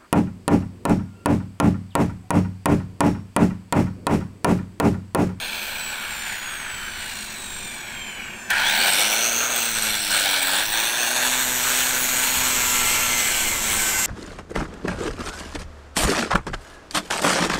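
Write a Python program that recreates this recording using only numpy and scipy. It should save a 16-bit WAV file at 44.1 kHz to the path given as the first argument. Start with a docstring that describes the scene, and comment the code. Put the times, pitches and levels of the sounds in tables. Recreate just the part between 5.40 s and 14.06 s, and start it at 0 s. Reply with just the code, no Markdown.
"""On an open roof an angle grinder coasts down, is switched on again, is let go and pressed once more,
then bites into a steel girder. The motor whines and growls as it starts, the bevel gear sings and rattles in
the housing, the fan hisses, the disc repeats its roughness every turn, the girder rings, and wind brushes
the microphone. Tones follow the turning of the disc; rattle, fan, steel, growl and wind are shaped noise."""
import sys
import numpy as np
from scipy import signal
from scipy.fft import rfft, irfft, next_fast_len
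from scipy.io import wavfile

SR = 44100
rng = np.random.default_rng(int(sys.argv[2]) if len(sys.argv) > 2 else 0)


def to_wav(s):
    """Save 16-bit WAV."""
    ch = np.atleast_2d(s).T  # columns
    pcm = np.round(np.clip(ch, -1, 1) * 32767)  # PCM
    wavfile.write(sys.argv[1], SR, pcm.astype(np.int16))


N = 381906
TIME_S = np.arange(N) / SR

# trigger held: from t/s, to t/s
TRIGGER = [(3.1, 4.104), (5.081, 8.66)]
SWITCH_ON_S = TRIGGER[0][0]
# disc on steel: t/s, grinding level/dB, loss of speed/Hz
CUT = [(5.8, -80, 0), (5.9, -32, -0.5), (6.2, -27.5, 3), (6.5, -27.5, 4), (6.8, -25.5, 3.5),
       (7.38, -24, 8.5), (7.6, -23.5, 8), (7.9, -24.5, 11.5), (8.3, -25.5, 21), (8.57, -24.5, 23)]
# resonances of the disc guard: f/Hz, width/Hz, relative level/dB
GUARD_MODES = [(5900, 800, -6), (6900, 700, -6), (7750, 450, -3), (8300, 420, 0)]
# resonances of the fan and its cover: f/Hz, width/Hz, relative level/dB
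FAN_MODES = [(9420, 860, 0.5), (10070, 380, 0.5), (11220, 650, 0.5), (11680, 780, -1.5), (13680, 900, 1),
             (14200, 700, 1), (15400, 470, 4.5)]

TEETH = 52   # gear teeth passing in one turn of the disc
CUTOFF_HZ = 15700   # top of the recorded band
SLACK_START_S, SLACK_END_S = 4.2, 5.35   # the slack gear knocks lightly throughout this stretch


def from_db(db):
    """Gain of a level."""
    return 10 ** (np.asarray(db) / 20)


def rms_one(x):
    """Scale to rms 1."""
    return x / np.sqrt(np.mean(x ** 2) + 1e-20)


def in_time(rows):
    """Columns of a table after its times, joined by straight lines, one value a sample."""
    s, *columns = np.transpose(rows)
    return [np.interp(TIME_S, s, column) for column in columns]


def drift(rate_hz):
    """Slow random wander of spread 1: noise through two equal low-pass poles, made at every 40th sample."""
    r = np.exp(-2 * np.pi * rate_hz * 40 / SR)
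    noise = rng.standard_normal(N // 40 + 2002)
    slow = signal.lfilter([1], [1, -2 * r, r * r], noise)[2000:]   # the filter has settled
    return np.interp(np.arange(N) / 40, np.arange(len(slow)), rms_one(slow))


def filtered(x, spectrum):
    """Send a sound through a table of f/Hz and gain/dB, all but silent below its first row."""
    size = next_fast_len(N)
    hz, db = np.transpose(spectrum)
    bins_hz = np.arange(size // 2 + 1) * SR / size
    gain = from_db(np.interp(np.log(bins_hz + 1), np.log(hz), db, left=-90))
    return irfft(rfft(x, size) * gain, size)[:N]


def colour(x, spectrum):
    """Give a flat sound the spectrum of a table; rms 1."""
    return rms_one(filtered(x, spectrum))


def resonate(x, modes, twice, patchy_db, tilt_db=0):
    """Parallel resonances, each swelling on its own, tilted per octave about the middle one; rms 1."""
    out = 0
    middle_hz = modes[len(modes) // 2][0]
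    for k, (hz, width_hz, db) in enumerate(modes):
        r = np.exp(-np.pi * width_hz / SR)
        b = (1 - r * r) / 2 * np.array([1, 0, -1])
        a = [1, -2 * r * np.cos(2 * np.pi * hz / SR), r * r]
        rung = signal.lfilter(b, a, x)
        if twice:
            rung = signal.lfilter(b, a, rung)
        lean_db = tilt_db * np.log2(hz / middle_hz)
        swell_db = patchy_db * (0.54 * drift(2.12) + 0.39 * drift(9.9)) if patchy_db else 0
        sign = 1 if twice else (-1) ** k   # neighbours add up between their peaks
        out = out + sign * from_db(db + lean_db + swell_db) * rms_one(rung)
    return rms_one(out)


def once_a_turn(turns, crowding):
    """An off-centre wheel loads one spot of every turn; mean power 1 over a turn."""
    return np.exp(crowding * np.cos(2 * np.pi * turns)) / np.sqrt(np.i0(2 * crowding))


def knocks(events, t60):
    """Short bursts of noise at (t/s, level/dB), falling 60 dB in t60 seconds."""
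    clicks = np.zeros(N)
    clicks[[round(s * SR) for s, db in events]] = from_db([db for s, db in events])
    envelope = signal.lfilter([1], [1, -from_db(-60 / (t60 * SR))], clicks + 1e-18)
    return envelope * rng.standard_normal(N)


def disc_speed():
    """Turns a second: pulled up while the trigger is held, braked when it is let go, dragged down by the cut."""
    start_hz, step_s = 84.57, .002
    free_hz, spin_up_s = 131.74, .422   # powered, the disc closes in on its free speed
    # unpowered, bearings and fan brake it (fan drag as at 100 turns a second)
    friction_hz_per_s, drag_hz_per_s, drag_power = 14.9, 12.79, 4.507
    times = np.arange(0, N / SR + step_s, step_s)
    held = 0
    for on, off in TRIGGER:
        pressed = np.clip((times - on) / (2 * step_s), 0, 1)
        released = np.clip((times - off) / (2 * step_s), 0, 1)
        held = held + pressed - released
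    hz, speeds = start_hz, []
    for power in held:
        speeds.append(hz)
        pull = (free_hz - hz) / spin_up_s
        braking = friction_hz_per_s + drag_hz_per_s * (hz / 100) ** drag_power
        hz += step_s * (power * pull - (1 - power) * braking)
    _, loss_hz = in_time(CUT)
    return np.interp(TIME_S, times, speeds) - loss_hz


def housing(turns, speed):
    """Gear rattle, throbbing with the turn, rings in shell, head and guard; the fan hisses above."""
    # loudness of the shell, jumping when the motor is switched on, then surging and dipping: t/s, level/dB
    facing = [(0, -33), (.5, -34), (.9, -33.5), (1.0, -36), (1.7, -39.5), (2.0, -45), (2.4, -45.5),
              (3.09, -44.5), (3.105, -24), (3.45, -21.5), (3.66, -23), (3.9, -26.5), (4.15, -26),
              (4.23, -26.5), (4.31, -32.5), (4.43, -29), (4.69, -29.5), (4.74, -24), (5.05, -24.5),
              (5.21, -23), (5.27, -29), (5.42, -24), (5.53, -26.5), (5.81, -23), (6.12, -27.5),
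              (6.4, -24.5), (6.69, -28.5), (6.85, -26.5), (7.3, -29), (7.95, -28), (8.06, -26.5),
              (8.21, -33.5), (8.33, -26), (8.66, -34)]
    # which part faces the microphone: t/s, shell tilt/dB per octave, gear head tilt/dB per octave,
    # head over shell/dB and guard over shell/dB, both at 100 turns a second
    aspect = [(0, -4, 3.5, 5, -8), (.8, 4, -2, 3, 0), (1.3, 8, -5.5, 4, -1), (1.8, 9, 7, 11.5, 12.5),
              (2.25, 10.5, 1, 14.5, 19.5), (2.9, 8.5, -18, 9.5, 5), (3.2, 7, 4, 2.5, -1.5),
              (3.6, -2, 3.5, 1, -4.5), (4.1, -4, -0.5, -3.5, -10.5), (4.3, 3, 5, 3, -0.5),
              (4.9, 1, 7, 3.5, -1.5), (5.7, -2, 5.5, -2, -9), (6.4, 1.5, 4.5, -3, -6.5),
              (7.5, -1.5, -0.5, 1.5, -5), (8.66, -4.5, -1, -3.5, -6.5)]
    # resonances of the motor shell: f/Hz, width/Hz, relative level/dB
    shell_modes = [(340, 356, -13), (624, 427, -6), (905, 190, -7), (1481, 394, 2), (1684, 790, 0)]
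    # resonances of the gear head: f/Hz, width/Hz, relative level/dB
    head_modes = [(2252, 214, 4), (2610, 1030, 5.5), (3498, 520, 3), (4250, 440, -2.5)]
    slack_tilt, usual_tilt = 2, -3.5   # dB per octave: the guard rings higher while the gear is slack

    shell_db, = in_time(facing)
    shell_tilt, head_tilt, head_over_db, guard_over_db = in_time(aspect)
    octaves = np.log2(speed / 100)
    # upper parts gain on the shell with speed; the fan partly follows the guard's turning
    head_db = shell_db + head_over_db + 6.5 * octaves
    guard_db = shell_db + guard_over_db + 12.5 * octaves
    fan_db = shell_db - 4.5 + 0.64 * guard_over_db + 11 * octaves
    guard_tilt, = in_time([(SLACK_START_S - .1, usual_tilt), (SLACK_START_S, slack_tilt),
                           (SLACK_END_S, slack_tilt), (SLACK_END_S + 0.18, usual_tilt)])
    shake = from_db(1.0 * drift(50))

    def rattle(crowding):
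        """Noise bunched once a turn."""
        return rng.standard_normal(N) * shake * once_a_turn(turns, crowding)

    shell = resonate(rattle(0.12), shell_modes, False, patchy_db=1.4, tilt_db=shell_tilt)
    head = resonate(rattle(0.16), head_modes, False, patchy_db=1.06, tilt_db=head_tilt)
    guard = resonate(rattle(0.43), GUARD_MODES, True, patchy_db=2.5, tilt_db=guard_tilt)
    fan = resonate(rattle(0.38), FAN_MODES, True, patchy_db=5.0)
    return from_db(shell_db) * shell + from_db(head_db) * head + from_db(guard_db) * guard + from_db(fan_db) * fan


def hum_and_song(turns, speed):
    """Unbalance hums on low multiples of the turn; meshing teeth sing, swelling near two spots of the turn."""
    # tones of the running tool: t/s, hum level/dB, gear song level/dB,
    # second partial against the first/dB, song crowded into one spot of the turn/0-1
    tones = [(3.114, -53, -40, -15, .3), (3.27, -55, -29, -24, 0.1), (3.52, -48, -30, -9.5, .95),
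             (3.71, -46, -26, -10, 0.6), (4.15, -42.5, -34, -14, 0.4), (4.4, -42, -33.5, -4, 0.56),
             (5.05, -58, -33, -25, 0.4), (5.14, -48, -32, -7, .7), (5.3, -52.5, -36, -14, 0.7),
             (5.65, -44, -35.5, -11, 0.25), (6.1, -41.5, -37, 3.5, 1), (6.5, -41, -37.5, 2, 0.5),
             (6.8, -41, -34.5, 2, 0.7), (7.38, -42, -44, 5, 0.6), (7.75, -41, -34, -11, 0.3),
             (7.9, -48.5, -46, -8, .6), (8.66, -49, -40.5, 3, 0.9)]
    # partials of the hum: multiple of the turn, relative level/dB
    hum_partials = [(1, -10), (2, 0), (4, -8), (5, -8), (6, -12), (7, -10), (8, -10), (9, -11)]
    # how well the housing lets the gear song out: f/Hz, gain/dB
    gearbox_gain = [(1500, -8), (2800, -21), (3350, 4), (3800, -7), (4350, 1.5), (4900, -9), (5500, -5.5),
                    (6100, 2), (7000, 6), (8500, -22), (10000, 4), (12000, -5), (13400, 1.5), (15500, -2)]

    silent_start = (SWITCH_ON_S, -90, -90, *tones[0][3:])
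    hum_db, song_db, second_db, crowd = in_time([silent_start, *tones])
    hum = np.zeros(N)
    for k, db in hum_partials:
        hum += from_db(hum_db + db + 1.6 * drift(4)) * np.sin(2 * np.pi * k * turns)
    # the third multiple fades with speed
    rise_db, = in_time([(SWITCH_ON_S, -60), (3.6, 0)])
    third_db = -47 - 0.16 * (speed - 100) + rise_db
    hum += from_db(third_db + 1.5 * drift(6)) * np.sin(2 * np.pi * 3 * turns)

    # uneven meshing pushes the song's phase to and fro within each turn
    wobble = 2.0 * np.sin(2 * np.pi * turns + 1.46) + 0.69 * np.sin(2 * np.pi * 3 * turns) + 0.38 * drift(59.9)
    load = once_a_turn(turns, 5 * crowd) + 0.58 * once_a_turn(turns - .4, 4.4)
    angle = 2 * np.pi * TEETH * turns
    first = np.sin(angle + (0.47 + 1.5 * crowd) * wobble)
    second = from_db(second_db) * np.sin(2 * angle + 1.4 * wobble)
    song = from_db(song_db + 2.0 * drift(18)) * load * (first + second)
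    return np.sqrt(2) * (hum + filtered(song, gearbox_gain))


def whine(turns, speed):
    """Partials of the coasting motor, half a cycle a gear tooth, flickering and blurred by play in the bearings."""
    # partials, as multiples of half the tooth rate
    multiples = [.79, 1, 2, 3, 3.5, 4, 5, 6, 7, 8, 9, 10, 11, 12]
    # each of these partials: relative level/dB at 60 turns a second, slope/dB per octave of speed
    partial_levels = [(4, 0), (2, 0), (6, -3), (6.5, -3), (-9, 0), (5, 9), (3, 5), (5.5, 3), (2.5, -4),
                      (-1, 5), (-3, 5), (-4, 2), (-4, 2), (-7, 2)]
    # how well the housing lets a tone out: f/Hz, gain/dB
    outlet_gain = [(700, -22), (1600, -3), (2000, -10), (2320, 6), (2550, -2), (3050, 5), (3500, -2),
                   (3800, 3), (4300, -6), (4900, -15), (5600, -6), (6200, -3), (7300, 6), (8200, 5),
                   (9500, -11), (12000, -5), (15000, 0)]

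    db, = in_time([(SWITCH_ON_S, -51.5), (SWITCH_ON_S + .03, -90)])   # gone once the tool is switched on
    end = int((SWITCH_ON_S + .1) * SR)
    angle = np.pi * TEETH * turns + .15 * drift(60)
    octaves = np.log2(speed / 60)
    out = np.zeros(N)
    for k, (level_db, slope_db) in zip(multiples, partial_levels):
        partial_db = level_db + slope_db * octaves + 2.5 * drift(3) + 2 * drift(15)
        in_band = k * speed[:end] * TEETH / 2 < CUTOFF_HZ
        out[:end] += from_db(partial_db[:end]) * in_band * np.sin(k * angle[:end])
    return from_db(db) * filtered(out, outlet_gain)


def squeal(turns):
    """One high multiple of the turn sounds for a moment as the motor gathers speed."""
    at_s, half_s, multiple = 3.28, .025, 90.5
    swell = np.exp(-((TIME_S - at_s) / half_s) ** 2)
    return from_db(-30) * swell * np.sin(2 * np.pi * multiple * turns + .4 * drift(60))


def backlash():
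    """The loudest knocks ring in guard and fan cover, an uneven run of lighter ones in the top of the guard."""
    # loudest knocks of the gear: t/s, relative level/dB
    loud_knocks = [(3.5955, -1), (3.93, -2), (4.708, -5), (4.912, -7), (5.1773, -2), (5.3017, -6),
                   (6.9071, -6)]
    gap_s = .04   # typical time between light knocks
    chance = rng.standard_normal((60, 2))
    times = SLACK_START_S + gap_s * np.cumsum(np.exp(.3 * chance[:, 0]))
    light_knocks = [(s, 1.6 * z) for s, z in zip(times, chance[:, 1]) if s < SLACK_END_S]
    loud = resonate(knocks(loud_knocks, 0.01), [*GUARD_MODES, *FAN_MODES], True, patchy_db=0)
    light = resonate(knocks(light_knocks, 0.015), GUARD_MODES[2:], True, patchy_db=0)
    return from_db(-51) * loud + from_db(-45) * light


def switch():
    """The switch snaps on the first press: one burst of noise that dies away."""
    return knocks([(SWITCH_ON_S + .003, -17.5)], 0.036)


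def off_the_slabs(x):
    """Direct sound plus one dull echo off the roof slabs, whose lag follows the tool's height."""
    # echo: t/s, lag/ms, strength/0-1
    bounce = [(0, 1.11, 0.45), (1, 1.23, 0), (2, 1.18, 0.15), (3, 1.12, 0.42), (4, 1.4, 0.23),
              (4.7, 1.33, 0.26), (5.2, 1.03, 0.26), (5.7, 1.05, 0.48), (6.3, 0.93, 0.05),
              (8.66, 0.86, 0.43)]
    lag_ms, strength = in_time(bounce)
    dull = signal.sosfilt(signal.butter(2, 3000, fs=SR, output="sos"), x)
    echo = np.interp(np.arange(N) - lag_ms * SR / 1000, np.arange(N), dull)
    return x + strength * echo


def loose_guard():
    """The guard chatters faintly early in the coast-down: scattered ticks in one high resonance."""
    # chatter of the loose guard: t/s, level/dB
    chatter = [(0, -48.5), (1.0, -68), (1.85, -65), (2.1, -82)]
    struck = rng.random(N) < 45 / SR   # about 45 ticks a second
    ticks = struck * from_db(4 * rng.standard_normal(N)) + 1e-18
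    return from_db(in_time(chatter)[0]) * resonate(ticks, [(10000, 400, 0)], True, patchy_db=0)


def grinding(turns):
    """Grit tears steel: the rim's own unevenness comes round every turn and wears, fresh grains crackle over it."""
    # spectrum of the tearing: f/Hz, density/dB per Hz
    grit_spectrum = [(88, -35), (150, -21), (209, -25), (244, 1.5), (297, -1.5), (1210, 0.5), (1530, -16),
                     (1620, 3.5), (2130, -1), (4060, -6.5), (4930, -5), (7880, 8.5), (9390, -9.5),
                     (13300, 0.5), (15900, -25)]
    repeating = .42   # share of the power that comes round each turn
    db, _ = in_time(CUT)
    spot = (turns % 1) * 320
    worn = np.zeros(N)
    for rim in rng.standard_normal((3, 321)):   # wear: three rim profiles drift in and out
        worn += drift(1.66) * np.interp(spot, np.arange(321), rim)
    worn = signal.sosfilt(signal.butter(2, 1500, "high", fs=SR, output="sos"), worn)   # fine bumps only
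    crackle = from_db(5.3 * np.minimum(rng.exponential(1, N), 4))
    grains = rng.standard_normal(N) * crackle * once_a_turn(turns, 0.043)
    tearing = np.sqrt(repeating) * rms_one(worn) + np.sqrt(1 - repeating) * rms_one(grains)
    return from_db(db + 0.76 * drift(20)) * colour(tearing, grit_spectrum)


def girder(turns):
    """The disc's high spot knocks the steel once a turn; its modes pick out multiples of the turn."""
    # resonances of the steel section: f/Hz, width/Hz, relative level/dB
    steel_modes = [(1356, 63, 4.5), (1541, 25, 8), (1693, 44, -0.5), (2075, 72, 8.5), (2100, 42, -6),
                   (2725, 24, 3.5), (2914, 57, -8)]
    db, _ = in_time(CUT)
    taps = np.diff(np.floor(turns), prepend=0) * from_db(0.71 * drift(35))
    taps = taps + 0.023 * rng.standard_normal(N)
    return from_db(db - 8.5) * resonate(taps, steel_modes, True, patchy_db=3.0)


def wind():
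    """Lumpy rumble on the microphone: low noise, swelling in gusts."""
    # steady wind: t/s, level/dB
    wind_level = [(0, -46.5), (1.4, -46), (2.7, -45), (3.5, -48), (4.0, -55), (4.5, -43), (5.7, -55),
                  (6.0, -44), (6.7, -45), (7.2, -39.5), (8.66, -40.5)]
    # gusts: t/s, rise/dB, half length/s
    gusts = [(1.47, 4, 0.14), (2.14, 2, .1), (5.28, 8, .15), (6.983, 9.5, 0.058), (8.104, 4, .06),
             (8.35, 9.5, .1)]
    # spectrum of the rumble: f/Hz, density/dB per Hz
    rumble_spectrum = [(7.1, -32), (12, 12), (16, 1), (32, -5.5), (81, -6), (112, -8.5), (200, -15),
                       (260, -24), (440, -120)]
    swell_db = sum(db * np.exp(-((TIME_S - s) / half_s) ** 2) for s, db, half_s in gusts)
    level_db = in_time(wind_level)[0] + swell_db + 1.5 * drift(7.7)
    return from_db(level_db) * colour(rng.standard_normal(N), rumble_spectrum)


def murmur_and_growl():
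    """Low murmur of the surroundings, with the motor's growl as it starts: shaped noise."""
    # murmur and start-up growl: t/s, level/dB
    murmur_level = [(0, -46), (1.6, -45.5), (2.3, -43), (3.1, -44), (3.45, -35), (3.6, -47.5), (5.9, -55),
                    (6.1, -48), (8.66, -40)]
    # spectrum of both: f/Hz, density/dB per Hz
    murmur_spectrum = [(53, -18), (90, -19.5), (217, 8.5), (306, -3), (372, 3), (429, -4.5), (905, 1.5),
                       (1200, -1.5), (1560, -29), (2640, -120)]
    return from_db(in_time(murmur_level)[0]) * colour(rng.standard_normal(N), murmur_spectrum)


def microphone_hiss():
    """Faint even hiss of the microphone: white noise."""
    return from_db(-51) * rng.standard_normal(N)


def scene():
    """Tool, steel, wind and surroundings; one turning disc times the tool and the steel."""
    speed = disc_speed()
    turns = np.cumsum(speed) / SR
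    body = off_the_slabs(housing(turns, speed) + backlash() + switch())
    tones = hum_and_song(turns, speed) + whine(turns, speed) + squeal(turns)
    steel = grinding(turns) + girder(turns)
    background = wind() + murmur_and_growl() + microphone_hiss()
    return (body + tones + loose_guard() + steel + background)[None]


def record(dry):
    """Peaks are rounded, the top is cut."""
    rounded = .8 * np.tanh(dry / .8)
    return signal.sosfilt(signal.ellip(12, .3, 75, CUTOFF_HZ, fs=SR, output="sos"), rounded)


dry = scene()
out = record(dry)
to_wav(out)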